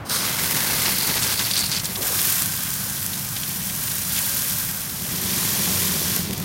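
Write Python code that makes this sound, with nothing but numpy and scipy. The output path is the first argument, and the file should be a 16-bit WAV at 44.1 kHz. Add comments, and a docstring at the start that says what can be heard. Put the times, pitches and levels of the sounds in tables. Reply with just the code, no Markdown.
"""A dull background noise comes first, louder until the nozzle of a garden hose shower spits over a bucket.
The shower overshoots onto the lawn, rattles on the bucket wall, then settles on green cuttings inside.
Water gathers, froths and gurgles until the flow drops; a low outdoor rumble with a drone lies under it all.
Water is built from random tiny clicks (the drops), ringing bubbles and resonances (plastic, cuttings, pool);
the background is filtered noise. One microphone feeds both channels."""
import sys
import numpy as np
from scipy import signal
from scipy.fft import rfft, irfft
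from scipy.io import wavfile

SR = 44100
rng = np.random.default_rng(int(sys.argv[2]) if len(sys.argv) > 2 else 0)


def dump(signal):
    """Clip the signal to [-1, 1] and save it as 16-bit WAV at the path in sys.argv[1]."""
    limited = np.clip(np.atleast_2d(signal).T, -1, 1)
    pcm = np.round(limited * 32767).astype(np.int16)
    wavfile.write(sys.argv[1], SR, pcm)


N = 284312   # length [samples]

# How hard the shower strikes inside the bucket as the aim wanders: (time [s], level [dB])
SHOWER_STRENGTH = [(1.98, -46), (2.02, -24.5), (2.22, -22.5), (2.4, -22), (2.47, -27), (2.85, -28),
                   (3.22, -29.6), (3.74, -28), (3.92, -26), (4.04, -27), (4.19, -23.5), (4.48, -24),
                   (4.66, -27.5), (4.98, -30.5), (5.38, -24.5), (5.8, -23.5), (6.0, -25.5), (6.44, -23)]
# Share of the shower's power that lands in pooled water: (time [s], share [0-1])
POOLED_SHARE = [(4.5, 0.7), (4.8, 0.63), (5.15, 0.84), (5.4, 0.98), (6.15, 0.95), (6.28, 0.44)]
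# How much of the shower catches the bare inner wall: (time [s], relative level [dB])
INNER_WALL = [(2.1, 0), (2.7, 3), (3.2, -0.5), (3.8, -1.5), (4.35, -0.5), (5.3, -.5)]
# Shower on the lawn, before the trims in lawn(): (time [s], coarse drops [dB], fine drops [dB])
LAWN_SHOWER = [(.21, -33.5, -32), (.265, -31, -21), (.315, -33, -25.5), (.45, -30.5, -20.5),
               (.72, -29.5, -20.5), (1.07, -33, -21), (1.6, -39, -24.5), (1.79, -39, -28.5),
               (1.99, -41.5, -25.5)]
# Gushes that catch the wall and spill onto the lawn: (time [s], length [s], rattle [dB], spill [dB])
WALL_GUSHES = [(0.845, 0.043, -36, -32.5), (1.072, 0.043, -41, -30.5), (1.152, .025, -30, -31),
               (1.217, 0.12, -28, -33), (1.387, 0.028, -35, -32), (1.45, 0.0092, -25.5, -36),
               (1.505, .018, -28, -38), (1.548, .085, -25, -35.5), (1.711, .03, -26.5, -36.5),
               (1.746, 0.028, -26, -37.5), (1.882, 0.031, -46, -39.5)]
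# Single sharp drops: (time [s], peak [dB], pitch [Hz])
SHARP_DROPS = [(0.0972, -10.5, 5970), (.985, -5, 10400), (1.34, -10, 7000), (1.856, -10, 9800),
               (2.216, -4, 10500), (2.422, -4.5, 9000), (2.459, -7.5, 11200), (2.706, -12, 9870),
               (3.064, -7, 10630), (3.493, -16, 11900), (6.163, -5, 11000)]
# Slaps of water on plastic and cuttings: (time [s], level at the top of the swell [dB], pitch [Hz])
WATER_SLAPS = [(.385, -25.5, 2400), (1.391, -21, 4300), (1.795, -24, 4800), (1.842, -25.5, 6100),
               (1.854, -25.5, 4100), (1.954, -25.5, 4200), (2.017, -28.5, 3940), (2.166, -29, 5450),
               (2.188, -22.5, 3550), (3.13, -29, 3610), (3.362, -25.5, 3300), (3.43, -27.5, 3350)]

# Tone of water on cuttings, pool and lawn, and of the outdoor rumble:
# (frequency [Hz], relative level [dB per Hz])
CUTTINGS_TONE = [(300, -9), (600, -21), (1000, -11), (2000, -2.5), (3000, -0.5), (5000, 0.5), (6000, -0.5),
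                 (7300, -2.5), (9500, -1), (11000, -2), (13000, 1.5), (15700, 0.5)]
POOL_TONE = [(300, -4.5), (600, -15.5), (1000, -6), (2000, -4), (3300, 0), (4300, 1), (5800, 3), (7700, -2),
             (10000, 0), (11300, -1), (12500, 2), (15700, -2)]
LAWN_TONE = [(300, -4), (460, -0.5), (630, -3.5), (1000, -2.5), (1300, -3.5), (2100, -3.5), (2900, -3.5),
             (4100, -2), (6000, -2), (7500, -5.5), (9500, -3.5), (12500, -2.5), (15700, -4)]
RUMBLE_TONE = [(20, -26), (32, -22), (45, -10), (62, -7.5), (78, -8.5), (95, -4.5), (120, -1.5), (150, -2),
               (195, -3.5), (240, -10), (330, -15.5), (500, -20), (800, -17.5), (1500, -21.5),
               (2500, -25.5), (8000, -42.5)]

# Resonances of the cuttings, froth, pool, lawn, bucket wall, bucket rim, nozzle and outdoor drone:
# (frequency [Hz], width [Hz], relative level [dB])
CUTTINGS_RINGS = [(1130, 130, -4.5), (1562, 130, 4), (1800, 170, -18), (5020, 110, -6.5)]
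FROTH_RINGS = [(1055, 110, 2), (1856, 220, -3.5), (2340, 80, -4), (3300, 400, -11)]
POOL_RINGS = [(91.5, 18, -7), (145, 34, -5), (185, 27, 2), (264, 77, -9.5), (363, 80, -7.5)]
LAWN_RINGS = [(927, 23, -2), (1540, 210, -4.5), (2070, 170, -3)]
WALL_RINGS = [(2540, 800, -5.5), (3570, 440, -3), (4200, 370, 0), (4600, 610, 3), (5660, 2300, -4.5),
              (8850, 2300, -5)]
RIM_RINGS = [(360, 70, 2), (495, 97, -1), (735, 120, -2), (1130, 96, -2.5)]
NOZZLE_RINGS = [(433, 250, -8), (1110, 170, -2), (1500, 330, -4), (2100, 330, -6.5), (3660, 1300, -5),
                (5160, 750, -1), (6330, 750, -5), (9000, 1200, -3), (13600, 3500, -7.5)]
DRONE_RINGS = [(95.4, 16.3, -2.5), (189, 15, 0), (286.6, 9.5, -9.5)]

# Names end in their unit: _S seconds, _DB decibels, _HZ hertz.
COARSE_DB, FINE_DB, HOLLOW_DB = -6.5, 0.94, -11.5   # each relative to the shower strength
WALL_COARSENS = 0.33   # dB of patter per dB on the inner wall
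# Water rises over the cuttings: heavier drops, and the jets start to gurgle
FILL_S, FILL_TAKES_S, FILL_COARSE_DB, GURGLE_DB = 4.894, 0.31, 3, -32
# The flow drops: the sizzle loses more than the patter, then the shower keeps thinning
EASE_S, EASE_TAKES_S, EASE_COARSE_DB, EASE_FINE_DB = 6.17, 0.077, -4.5, -8
FADE_DB_PER_S = 17
GLUG_S, GLUG_DB = 6.27, -35   # the pool closes with a glug
# The edge of the shower grazes the wall, and later the jets sweep across the rim
GRAZE_S, GRAZE_LASTS_S, GRAZE_DB = 0.65, 0.88, -29.5
SWEEP_S, SWEEP_DB = 1.95, -37
# The nozzle opens: a faint leak, then a burst of trapped air and water
LEAK_S, LEAK_DB = 0.048, -37.5
SPIT_S, SPIT_DB = 0.087, -22.5
BACKGROUND_DB = -39   # dull background noise, louder until the nozzle spits
RUMBLE_DB, DRONE_DB = -36.5, -40.5
CUTOFF_HZ = 15850   # top of the recorded sound


def bucket():
    """Drops crackle on cuttings; as water gathers, ringing bubbles turn this into smooth froth."""
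    t = np.arange(N) / SR
    pooled = np.clip(np.interp(t, *np.transpose(POOLED_SHARE)), 0, 1)
    wall_db = np.interp(t, *np.transpose(INNER_WALL))
    leafy, wet = np.sqrt(1 - pooled), np.sqrt(pooled)   # power shares to gains
    filled = ramp(FILL_S, FILL_TAKES_S)
    eased = ramp(EASE_S, EASE_TAKES_S)

    thinning = from_db(-FADE_DB_PER_S * np.maximum(t - EASE_S, 0))
    strength = gains(SHOWER_STRENGTH)[0] * thinning
    coarse_db = COARSE_DB + WALL_COARSENS * wall_db
    coarse_db = coarse_db + FILL_COARSE_DB * filled + EASE_COARSE_DB * eased
    coarse = strength * from_db(coarse_db)
    fine = strength * from_db(FINE_DB + EASE_FINE_DB * eased)

    leaf_drops = impacts(per_s=14000, spread_db=6.0, clump_db=4.5)
    crackle = coloured(splashes(leaf_drops, ring_share=0.56), CUTTINGS_TONE)
    pool_drops = impacts(per_s=26000, spread_db=3.0, clump_db=-0.6)
    froth = coloured(splashes(pool_drops, ring_share=0.88), POOL_TONE)
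    froth = froth + body(froth, FROTH_RINGS)
    water = leafy * rms_one(crackle) + wet * rms_one(froth)
    shower = by_drop_size(water, coarse, fine)

    # the bare inner wall rings hollow
    hollow_drops = impacts(per_s=9000, spread_db=0.5, clump_db=1.5)
    hollow_ring = rms_one(body(hollow_drops, CUTTINGS_RINGS, sign=-1.25))
    hollow = from_db(HOLLOW_DB + wall_db) * hollow_ring
    spurts = from_db(-5.0) * spatter(clump_db=9.0, per_s=2700)
    on_leaves = leafy * (1 - eased) * (strength * hollow + coarse * spurts)
    pool = from_db(-14.5) * bubbles(per_s=350, cycles=12.0, low_hz=455, high_hz=2130)
    return shower + on_leaves + coarse * wet * pool


def lawn():
    """The overshooting shower patters on grass and lid, and thuds softly into the soil."""
    steady, fine = gains(LAWN_SHOWER)
    spill = gushes()[1]
    coarse = np.hypot(steady, spill)   # adds the two as powers
    drops = impacts(per_s=14000, spread_db=4.0, clump_db=1.06)
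    water = coloured(splashes(drops, ring_share=0.27), LAWN_TONE)
    water = water + body(water, LAWN_RINGS)
    patter = by_drop_size(water, coarse * from_db(4.0), fine * from_db(-2.0))

    soil_hits = impacts(per_s=820, spread_db=0.0, clump_db=-1.0)
    thuds = rms_one(resonate(resonate(soil_hits, hz=124, width=156), hz=149, width=260))
    heavy = from_db(-6.5) * thuds + from_db(-5) * spatter(clump_db=6.5, per_s=4000)
    return patter + coarse * heavy


def plastic():
    """Jets rattle on the wall and drum on the rim, making the bucket's resonances ring."""
    sputter = from_db(2.0 * drift(58))

    def wall_hits():
        """Large and small drops hit the wall in a sputtering stream."""
        return sputter * impacts(per_s=3300, spread_db=8.0, clump_db=3.5)

    def rim_hits():
        """Clumped drops hit the rim."""
        return impacts(per_s=1500, spread_db=-1.0, clump_db=5.0)

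    rattle = shifting_body(wall_hits, WALL_RINGS, wander_db=2.0)
    drum = shifting_body(rim_hits, RIM_RINGS, wander_db=3.0)
    graze = from_db(GRAZE_DB) * swell(GRAZE_S, attack_s=0.15, hold_s=GRAZE_LASTS_S, release_s=.06)
    sweep = from_db(SWEEP_DB) * swell(SWEEP_S, attack_s=.025, hold_s=0.11, release_s=.2)
    return np.hypot(graze, gushes()[0]) * rattle + sweep * drum


def gurgle():
    """Air dragged under throbs in large bubbles; smaller ones burble more as the pool deepens."""
    depth = from_db(GURGLE_DB) * ramp(FILL_S, FILL_TAKES_S)
    glug = from_db(GLUG_DB) * swell(GLUG_S, attack_s=0.023, hold_s=0.019, release_s=0.012)
    air = impacts(per_s=500, spread_db=0.5, clump_db=0.4)
    throb = rms_one(body(air, POOL_RINGS, sign=-0.88))
    small = bubbles(per_s=500, cycles=8.0, low_hz=240, high_hz=846, count=12)
    burble = from_db(-11) * ramp(FILL_S, 0.75) * small
    flowing = 1 - ramp(EASE_S, EASE_TAKES_S)
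    return (depth + glug) * throb + depth * flowing * burble


def nozzle():
    """Trapped air and the first water burst through the holes of the spray head, which resonates."""
    leak = from_db(LEAK_DB) * swell(LEAK_S, attack_s=0.012, hold_s=.22, release_s=.04)
    burst = from_db(SPIT_DB) * swell(SPIT_S, attack_s=0.027, hold_s=0.054, release_s=0.068)
    spray = impacts(per_s=16000, spread_db=2.0, clump_db=0.9)
    spit = rms_one(body(spray, NOZZLE_RINGS, sign=-0.98))
    return (leak + burst) * spit


def single_drops(tick_decay_s=0.00061, slap_swell_s=0.004):
    """Big drops snap in under a millisecond; slugs of water take longer to spread."""
    out, t = np.zeros(N + SR), np.arange(SR // 10) / SR
    for s, db, hz in SHARP_DROPS:
        snap = resonate(rng.standard_normal(len(t)) * np.exp(-t / tick_decay_s), hz, 0.73 * hz)
        out[int(s * SR):][:len(t)] += from_db(db) * snap / np.abs(snap).max()
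    slap_shape = t / slap_swell_s * np.exp(1 - t / slap_swell_s)   # rises to 1, then dies away
    for s, db, hz in WATER_SLAPS:
        slap = rms_one(resonate(rng.standard_normal(len(t)), hz, 0.7 * hz))
        out[int(s * SR):][:len(t)] += from_db(db) * slap * slap_shape
    return out[:N]


def early_background():
    """Dull filtered noise, louder until the nozzle spits, then dying away."""
    background = from_db(BACKGROUND_DB) * swell(0, attack_s=0.003, hold_s=SPIT_S, release_s=0.11)
    murmur = rms_one(cut(cut(rng.standard_normal(N), 1300, "low"), 180, "high"))
    return background * murmur


def outdoors():
    """Filtered noise gives a steady low rumble; narrow resonances add a wavering drone."""
    rumble = rms_one(coloured(rng.standard_normal(N), RUMBLE_TONE))
    drone = rms_one(body(rng.standard_normal(N), DRONE_RINGS, sign=-0.96))
    return from_db(RUMBLE_DB) * rumble + from_db(DRONE_DB) * drone


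def impacts(per_s, spread_db, clump_db):
    """Drops land at random, many small and few large, in clumps as the jets break up."""
    lands = rng.random(N) < per_s / SR
    sizes = from_db(spread_db * np.minimum(rng.standard_normal(N), 2.8))
    clumps = from_db(clump_db * np.minimum(drift(120) + 0.28 * drift(36), 2))
    return rms_one(lands * sizes * clumps * rng.choice([-1, 1], N))


def splashes(hits, ring_share, cycles=3.24, count=12):
    """Each impact is a click and a tiny bubble that rings a few cycles at one of several pitches."""
    dealt = rng.integers(0, count, N)
    kicks = hits * rng.choice([-1, 1], N)   # a bubble starts squeezed or stretched
    pitches = np.geomspace(900, 15000, count)
    rings = sum(resonate(kicks * (dealt == k), hz, hz / cycles) for k, hz in enumerate(pitches))
    share = np.clip(ring_share, 0, 1)
    return np.sqrt(1 - share) * hits + np.sqrt(share) * rms_one(rings)


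def by_drop_size(water, coarse, fine, split_hz=7000):
    """Coarse drops carry the lower patter, fine ones the high sizzle."""
    patter = rms_one(cut(cut(water, 320, "high"), split_hz, "low"))
    sizzle = rms_one(cut(water, split_hz, "high"))
    return coarse * patter + fine * sizzle


def spatter(clump_db, per_s, count=5):
    """Jets break into slugs that land in short, dull spurts, each with a colour of its own."""
    together = from_db(1.2 * clump_db * np.minimum(drift(32), 2))
    spurts = 0
    for hz in np.geomspace(2000, 5200, count):
        slugs = impacts(per_s, spread_db=1.5, clump_db=0.54 * clump_db)
        spurts = spurts + resonate(slugs, hz, 0.26 * hz)
    return rms_one(together * spurts)


def bubbles(per_s, cycles, low_hz, high_hz, count=24):
    """Bubbles in the pool ring for many cycles, each at the pitch of its size."""
    kicks = impacts(per_s, spread_db=4.5, clump_db=2.0)
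    dealt = rng.integers(0, count, N)   # which pitch each bubble gets
    rings = 0
    for k, hz in enumerate(np.geomspace(low_hz, high_hz, count)):
        rings = rings + resonate(kicks * (dealt == k), hz, hz / cycles) / np.sqrt(hz)
    return rms_one(rings)


def gushes(attack_s=0.006, release_s=0.007):
    """Gains in time of the rattle and the spill; all gushes share one quick rise and fall."""
    shapes = np.array([swell(s, attack_s, length, release_s) for s, length, _, _ in WALL_GUSHES])
    return from_db(np.array(WALL_GUSHES)[:, 2:]).T @ shapes


def shifting_body(excite, modes, wander_db):
    """As the jets move, the spot they strike favours now one resonance, now another."""
    return rms_one(sum(body(excite(), [mode]) * from_db(wander_db * drift(16)) for mode in modes))


def body(x, modes, sign=1):
    """Resonances side by side; a sign near -1 flips every other one, which fills the valleys."""
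    total = 0
    for k, (hz, width, db) in enumerate(modes):
        total = total + sign ** k * from_db(db) * resonate(x, hz, width)
    return total


def resonate(x, hz, width):
    """One resonance with gain 1 on top; a narrow one rings longer."""
    r = np.exp(-np.pi * width / SR)
    feed = np.array([1, 0, -1]) * (1 - r * r) / 2
    feedback = [1, -2 * r * np.cos(2 * np.pi * hz / SR), r * r]
    return signal.lfilter(feed, feedback, x + 1e-18)


def coloured(x, spectrum):
    """Filter that follows a spectrum and never sounds ahead of its input (minimum phase)."""
    hz, db = np.transpose(spectrum)
    size = 8192
    grid = np.maximum(np.arange(size // 2 + 1) * SR / size, 1)
    cepstrum = irfft(np.log(from_db(np.interp(np.log(grid), np.log(hz), db))))
    cepstrum[0] /= 2
    response = irfft(np.exp(2 * rfft(cepstrum[:size // 2], size)))
    return signal.fftconvolve(x, response)[:N]


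def cut(x, hz, kind):
    """Low-pass or high-pass."""
    return signal.sosfilt(signal.butter(3, min(hz, SR / 2 - 1), kind, fs=SR, output="sos"), x)


def drift(rate):
    """Smooth random wander with spread 1, mostly slower than rate [Hz]."""
    r = np.exp(-40 * np.pi * rate / SR)   # worked out at every 20th sample
    noise = rng.standard_normal(N // 20 + 2002)
    slow = signal.lfilter([1], [1, -2 * r, r * r], noise)[2000:]   # skip the filter's start
    return np.interp(np.arange(N) / 20, np.arange(len(slow)), rms_one(slow))


def gains(rows):
    """Each dB column as a gain in time, fading quickly outside its span."""
    s, *columns = np.transpose(rows)
    t = np.arange(N) / SR
    inside = np.interp(t, [s[0] - .03, s[0], s[-1], s[-1] + .03], [0, 1, 1, 0])
    return [inside * from_db(np.interp(t, s, c)) for c in columns]


def swell(start_s, attack_s, hold_s, release_s):
    """Loudness shape: even rise, hold, exponential fall."""
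    after = np.maximum(np.arange(N) / SR - start_s - attack_s - hold_s, 0)
    return ramp(start_s, attack_s) * np.exp(-np.minimum(after / release_s, 20))


def ramp(start_s, takes_s):
    """Rises evenly from 0 to 1."""
    return np.clip((np.arange(N) / SR - start_s) / max(takes_s, 1 / SR), 0, 1)


def rms_one(x):
    """Scale to an rms (average strength) of 1."""
    return x / np.sqrt(np.mean(x ** 2) + 1e-20)


def from_db(db):
    """Decibels to gain."""
    return 10 ** (np.asarray(db) / 20)


def scene():
    """All sources add up at one microphone, the same in both channels."""
    water = bucket() + lawn() + plastic() + gurgle() + nozzle() + single_drops()
    mono = water + early_background() + outdoors()
    return np.stack([mono, mono])


def record(dry):
    """A steep low-pass removes the very top of the sound."""
    return signal.sosfilt(signal.ellip(12, .1, 90, CUTOFF_HZ, fs=SR, output="sos"), dry)


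dry = scene()
out = record(dry)
dump(out)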